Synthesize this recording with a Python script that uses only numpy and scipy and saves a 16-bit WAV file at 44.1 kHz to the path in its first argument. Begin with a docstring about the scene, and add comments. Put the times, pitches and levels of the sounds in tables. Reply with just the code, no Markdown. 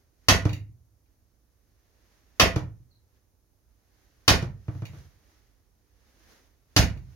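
"""A faint swish of sleeve, then a sharp crack: a hard-shelled fruit is slammed on a wooden block,
four times in all, in a small earthen room. Each blow snaps on the shell and thuds through block
and floor. The fruit drops back with softer knocks, and chips of shell tick down.
Sleeves and palms rustle between the blows, and a bird chirps faintly outside, over a low room tone."""
import sys
import numpy as np
from scipy import signal
from scipy.fft import rfft, irfft, next_fast_len
from scipy.io import wavfile
from scipy.ndimage import uniform_filter1d

SR = 44100
rng = np.random.default_rng(int(sys.argv[2]) if len(sys.argv) > 2 else 0)


def wav_out(sig):
    """Save sig, one row per channel (or a flat mono array), as 16-bit PCM at SR to the path in sys.argv[1]."""
    wavfile.write(sys.argv[1], SR, np.round(np.clip(np.atleast_2d(sig).T, -1, 1) * 32767).astype(np.int16))


N = 315315

# full blows: (time [s], crack [dB], treble tilt [dB/octave], shell ring [factor],
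# block thud [dB], floor boom [dB], thud pitch [factor])
BLOW_HITS = [(0.2844, 15, -0.12, 0.93, -17.5, -22, 0.93), (2.3974, 15.5, -1, 0.99, -25, -22.5, 0.97),
             (4.2787, 15.5, -0.42, 0.71, -18.5, -20.5, 0.97), (6.7633, 12, 0.05, 0.43, -15, -17, 0.99)]
# soft knocks on the block: (time [s], clack [dB], shell tick [dB], thud [dB], thud pitch [factor])
SOFT_KNOCKS = [(0.452, 6.5, -13.5, -17, 1), (2.5593, 7, -10.5, -20.5, 1.05), (4.4237, 0, -17.5, -25, 1.17),
               (4.68, -6, -36, -22.5, 1.04), (4.748, -14.5, -46, -28, 0.957),
               (4.8185, -7.5, -33, -26.5, 1.07), (4.9309, -17, -51, -33.5, 1.11),
               (4.944, -21, -38, -37, 1.15), (4.984, -24, -36, -37, 0.756),
               (6.961, -18.5, -45.5, -34, 1.22)]
# chips of shell landing: (time [s], level [dB])
CHIP_LANDINGS = [(0.492, -8), (0.53, -5.5), (1.057, -46), (4.853, -11), (6.826, -1.5), (6.972, -24.5)]
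# sleeves and palms lifting or turning the fruit: (peak time [s], level [dB], swell [s], fade [s])
HAND_RUBS = [(0.01, -72.5, .1, 0.11), (1.08, -78.5, 0.037, 0.23), (2.131, -66.5, 0.37, 0.42),
             (3.171, -72.5, 0.084, 0.057), (4.03, -67.5, 0.24, 0.45), (4.769, -60.5, 0.14, 0.19),
             (4.97, -57, 0.087, 0.13), (5.32, -64.5, 0.16, 0.21), (6.08, -67, .18, .15),
             (6.32, -56.5, 0.14, 0.12), (7.14, -64, 0.19, 0.11)]
# the bird's slurred notes: (time [s], level [dB])
BIRD_SLURS = [(2.902, -72.5), (2.945, -74.5)]

# resonances of the shell against the wood: (frequency [Hz], width [Hz], boost [dB])
SHELL_PEAKS = [(527, 70, 3.5), (666, 18, 9), (750, 28, 4.5), (1050, 40, 4.5), (1107, 24, 3.5),
               (1230, 24, 4), (1440, 18, 6), (1470, 41, 3), (1723, 35, 6), (1830, 24, 3), (1950, 54, 6),
               (2180, 36, 3.5), (2640, 430, 3.5), (3800, 88, -2), (4440, 500, 2.5), (5550, 60, 3),
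               (6100, 750, -3)]
# resonances of a chip: (frequency [Hz], width [Hz], boost [dB])
CHIP_PEAKS = [(2070, 650, 12.5), (2460, 320, 10), (2800, 230, 12.5), (3855, 180, 12.5), (4490, 210, 12),
              (5880, 300, 1), (6800, 400, 9.5)]
# modes of the block on the floor: (frequency [Hz], level [dB], t60 [s])
BLOCK_MODES = [(106, 1, .19), (88, -10, .22), (121, -5, .16), (150, -10, .13), (205, -14, .05),
               (296, -2, .075), (380, -18, .06)]
# low modes of floor and room: (frequency [Hz], level [dB], t60 [s])
BOOM_MODES = [(52, -21, 0.22), (71.4, -2.5, 0.15), (84, 3, 0.065), (109.3, 1.5, 0.066), (152, -7.5, 0.15),
              (238, -17, 0.22)]
# tone of the crack: (frequency [Hz], level [dB])
CRACK_EQ = [(40, -31.5), (150, -10.5), (300, -6.5), (600, -1.5), (1200, -3.5), (2200, 0), (3500, -0.5),
            (6000, 0), (9000, 0), (16000, -7.5)]
# tone of a chip's tick: (frequency [Hz], level [dB])
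CHIP_EQ = [(100, -31), (1000, -27), (2000, -17.5), (6000, -15), (16000, -7.5)]
# tone of sliding cloth: (frequency [Hz], level [dB])
CLOTH_EQ = [(60, -4), (150, -1.5), (400, 0), (900, -4), (1300, -3.5), (1850, -0.5), (2400, -5.5),
            (3500, -7.5), (6000, -6), (9000, -2), (15000, -4.5)]
# tone of the background air: (frequency [Hz], level [dB])
AIR_EQ = [(15, -1), (30, 1.5), (50, 4.5), (100, -6), (160, -21.5), (320, -21.5), (700, -28), (1500, -33.5),
          (3200, -40), (6000, -32.5), (9000, -23), (15000, -23.5)]

# direct sound and the nearest walls: (delay [s], left [dB], right [dB])
EARLY_TAPS = [(0.0003, -15, -18), (0.0019, -9, -14.5), (0.0026, -20.5, -19), (0.0047, -24, -10)]
# arrivals of the boom by way of far walls: (delay [s], level [dB])
BOOM_TAPS = [(0.004, -13), (0.03, 0), (0.072, -6.5)]
# bass echoes from the far rooms of the house: (delay [s], level [dB])
FAR_ROOM_TAPS = [(0.075, -11.5), (0.131, -27), (0.166, -35), (0.235, -30)]
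# decay of the room's tail: (frequency [Hz], t60 [s])
ROOM_DECAY = [(60, 0.9), (110, 0.46), (300, .33), (700, .27), (2000, 0.28), (3000, .23), (5000, 0.2),
              (9000, 0.21), (16000, 0.18)]
# likeness of left and right in diffuse sound: (frequency [Hz], correlation [0-1])
STEREO_LIKENESS = [(50, 0.91), (150, 0.79), (300, 0.72), (640, 0.41), (1400, 0.24), (16000, 0.022)]
# colour of the two microphone ports: (frequency [Hz], left [dB], right [dB])
MIC_EQ = [(20, -26, -22), (34.2, -13, -1), (57, -3, 4.5), (110, 3, 5), (278, 5.5, 8.5), (670, 3.5, 4.5),
          (2000, 1, 3.5), (6430, 2.5, 3.5), (7700, -10.5, -21), (8100, -12.5, -26.5), (9200, -9, -13),
          (12000, -9, -6.5), (15800, -12, -9.5)]


def cracks(splinter_s=0.001, splinter_share=1.1):
    """The shell meets the wood with a snap and a few milliseconds of splintering."""
    out, hz, t = np.zeros(N), bins(size=8192), np.arange(1024) / SR
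    for s, db, tilt_db, shell_ring, *_ in BLOW_HITS:
        burst = rng.standard_normal(len(t)) * t * np.exp(-t / splinter_s)
        burst *= splinter_share / np.linalg.norm(burst)
        burst[0] += 1  # the snap
        # flattened splinters smear the snap in time and leave its colour to the shell
        burst = irfft(np.exp(1j * np.angle(rfft(burst))))[:len(t) // 2]
        tilt = tilt_db * np.log2(hz / 2000 + .2)
        colour = curve(CRACK_EQ, hz) + shell_ring * resonances(SHELL_PEAKS, hz) + tilt
        add(out, s, amp(db) * np.convolve(burst / np.linalg.norm(burst), click(colour)))
    return out


def thuds(lag_s=.003, soft_hz=118, firm_hz=159, far_cutoff_hz=190):
    """Every knock and blow rings the block; blows also shake the floor, and the far rooms answer."""
    out, boom = np.zeros(N), ring(BOOM_MODES, rise_s=0.0015)
    for s, clack_db, _, thud_db, pitch in SOFT_KNOCKS:
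        corner_hz = soft_hz + firm_hz * amp(clack_db)  # harder knocks are brighter
        contact_s = 1 / corner_hz  # and have a faster attack
        add(out, s + lag_s, amp(thud_db) * ring(BLOCK_MODES, contact_s, corner_hz, pitch))
    for s, *_, thud_db, boom_db, pitch in BLOW_HITS:
        add(out, s, amp(thud_db) * ring(BLOCK_MODES, rise_s=0.0057, pitch=pitch))
        for delay, db in BOOM_TAPS:
            add(out, s + delay, amp(boom_db + db) * boom)
    echoes = np.zeros(N)
    for delay, db in FAR_ROOM_TAPS:
        add(echoes, delay, amp(db) * out)
    return out + signal.sosfilt(signal.butter(2, far_cutoff_hz, fs=SR, output="sos"), echoes)


def clacks(corner_hz=1200, rolloff_db=14, lag_s=0.0019, shell_ring=0.2):
    """A slow contact starts with a faint tick of the shell, then a dull woody clack."""
    out, hz = np.zeros(N), bins(size=8192)
    shell = curve(CRACK_EQ, hz) + shell_ring * resonances(SHELL_PEAKS, hz)
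    treble_cut = rolloff_db * np.log10(1 + (hz / corner_hz) ** 4)
    tick, clack = click(shell), click(shell - treble_cut)
    for s, clack_db, tick_db, *_ in SOFT_KNOCKS:
        add(out, s, amp(tick_db) * tick)
        add(out, s + lag_s, amp(clack_db) * clack)
    return out


def chips(mean_gap_s=0.0029, bounce_db=-7):
    """Small hard pieces tick brightly on the floor and skitter to rest."""
    out, hz = np.zeros(N), bins(size=4096)
    tick = click(curve(CHIP_EQ, hz) + resonances(CHIP_PEAKS, hz))
    for s, db in CHIP_LANDINGS:
        gaps = mean_gap_s * rng.exponential(size=4)
        for bounce, delay in enumerate(np.cumsum(gaps) - gaps[0]):
            add(out, s + delay, amp(db + bounce * bounce_db) * tick)
    return out


def rustle(swish_db=-66, grain_db=0.47):
    """Cloth and skin slide in uneven slips; each downswing swishes until the blow stops the arm."""
    rubs = sum(rub_power(*row) for row in HAND_RUBS)
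    swishes = sum(rub_power(s, swish_db, swell_s=.09, fade_s=.06) for s, *_ in BLOW_HITS)
    slips = unit_rms(uniform_filter1d(rng.standard_normal(N), size=700))
    return hiss(CLOTH_EQ) * np.sqrt(rubs + swishes) * amp(grain_db * slips)


def rub_power(peak_s, db, swell_s, fade_s):
    """One movement swells to its fastest moment and fades."""
    t = np.arange(N) / SR - peak_s
    return (amp(db) * np.exp(-np.maximum(-t / swell_s, t / fade_s))) ** 2


def bird(slur_s=0.033, top_hz=4627, bottom_hz=3746, slide_s=.018):
    """A thin whistle slides down twice."""
    t, out = np.arange(0, slur_s, 1 / SR), np.zeros(N)
    hz = bottom_hz + (top_hz - bottom_hz) * np.exp(-t / slide_s)
    envelope = np.sqrt(abs(np.sin(np.pi * t / slur_s)))
    slur = envelope * np.sin(2 * np.pi * np.cumsum(hz) / SR)
    for s, db in BIRD_SLURS:
        add(out, s, amp(db) * slur)
    return out


def room(x, early_db, tail_db, build_s, right_lag_s=0.00012):
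    """A few hard early reflections, then a dense tail that dies faster in the treble."""
    hz, t, spectra = signal.stft(noise_pair(SR), SR, nperseg=512)
    decay = amp(-60 * t / curve(ROOM_DECAY, hz)[:, None])
    tail = signal.istft(spectra * decay, SR, nperseg=512)[1][:, :SR]
    tail *= 1 - np.exp(-np.arange(SR) / SR / build_s)
    taps = amp(tail_db) * tail / np.linalg.norm(tail[0])
    for delay, left_db, right_db in EARLY_TAPS:
        add(taps[0], delay, amp([early_db + left_db]))
        add(taps[1], delay + right_lag_s, amp([early_db + right_db]))
    return convolve(x, taps)


def room_tone(db=-64):
    """A steady bed of low rumble and thin hiss."""
    return amp(db) * hiss(AIR_EQ)


def ring(modes, rise_s, corner_hz=np.inf, pitch=1):
    """Dying modes swell over the time of contact; a soft contact misses the high ones."""
    t = np.arange(SR // 2) / SR
    sines = sum(amp(db - 60 * t / t60) * np.sin(2 * np.pi * hz * pitch * t) / (1 + (hz / corner_hz) ** 2)
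                for hz, db, t60 in modes)
    return (1 - np.exp(-t / rise_s)) * sines


def click(gain_db):
    """The tightest causal pulse that has this spectrum."""
    cepstrum = irfft(np.maximum(gain_db, -100) * np.log(10) / 20)
    half = len(cepstrum) // 2
    cepstrum[1:half] *= 2
    cepstrum[half + 1:] = 0
    return irfft(np.exp(rfft(cepstrum)))


def resonances(peaks, hz):
    """Bell-shaped peaks in dB."""
    return sum(db / (1 + (2 * (hz - centre) / width) ** 2) for centre, width, db in peaks)


def hiss(eq):
    """Diffuse noise of a given colour."""
    size = next_fast_len(N, True)
    spectrum = rfft(noise_pair(size)) * amp(curve(eq, bins(size)))
    return unit_rms(irfft(spectrum, size)[:, :N])


def noise_pair(size):
    """Stereo noise, narrow in the bass and wide in the treble."""
    left, unrelated = rfft(rng.standard_normal((2, size)))
    likeness = curve(STEREO_LIKENESS, bins(size))
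    right = likeness * left + np.sqrt(1 - likeness ** 2) * unrelated
    return irfft(np.array([left, right]), size)


def curve(points, hz):
    """Breakpoints joined along a log frequency axis."""
    point_hz, value = np.transpose(points)
    return np.interp(np.log(hz + 1), np.log(point_hz + 1), value)


def amp(db):
    return 10 ** (np.asarray(db) / 20)


def unit_rms(x):
    return x / np.sqrt(np.mean(x ** 2) + 1e-20)


def add(mix, s, sound):
    part = mix[..., max(round(s * SR), 0):][..., :sound.shape[-1]]
    part += sound[..., :part.shape[-1]]


def bins(size):
    return np.fft.rfftfreq(size, 1 / SR)


def convolve(x, taps):
    return signal.fftconvolve(np.atleast_2d(x), np.atleast_2d(taps), axes=1)[:, :N]


def scene(thud_send_db=-19, bird_send_db=-2, bird_direct_db=-8):
    """The cracks fill the room, small contacts sit drier, and the bass arrives mostly direct."""
    bass, chirp = thuds(), bird()
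    send = cracks() + amp(thud_send_db) * bass + amp(bird_send_db) * chirp
    roomy = room(send, early_db=8.0, tail_db=4.5, build_s=0.0066)
    close = room(clacks() + chips(), early_db=6.0, tail_db=0.5, build_s=0.001)
    return roomy + close + bass + amp(bird_direct_db) * chirp + rustle() + room_tone()


def record(dry, cutoff_hz=16400):
    """Each microphone port colours its channel, the sharpest peaks clip, and the top is cut off."""
    hz, mic = bins(size=8192), np.array(MIC_EQ)
    ports = [click(curve(mic[:, [0, side]], hz)) for side in (1, 2)]
    clipped = np.clip(convolve(dry, ports), -1, 1)
    lowpass = signal.firwin(511, cutoff_hz, window=("kaiser", 9), fs=SR)
    return signal.oaconvolve(clipped, lowpass[None], "same", axes=1)


dry = scene()
out = record(dry)
wav_out(out)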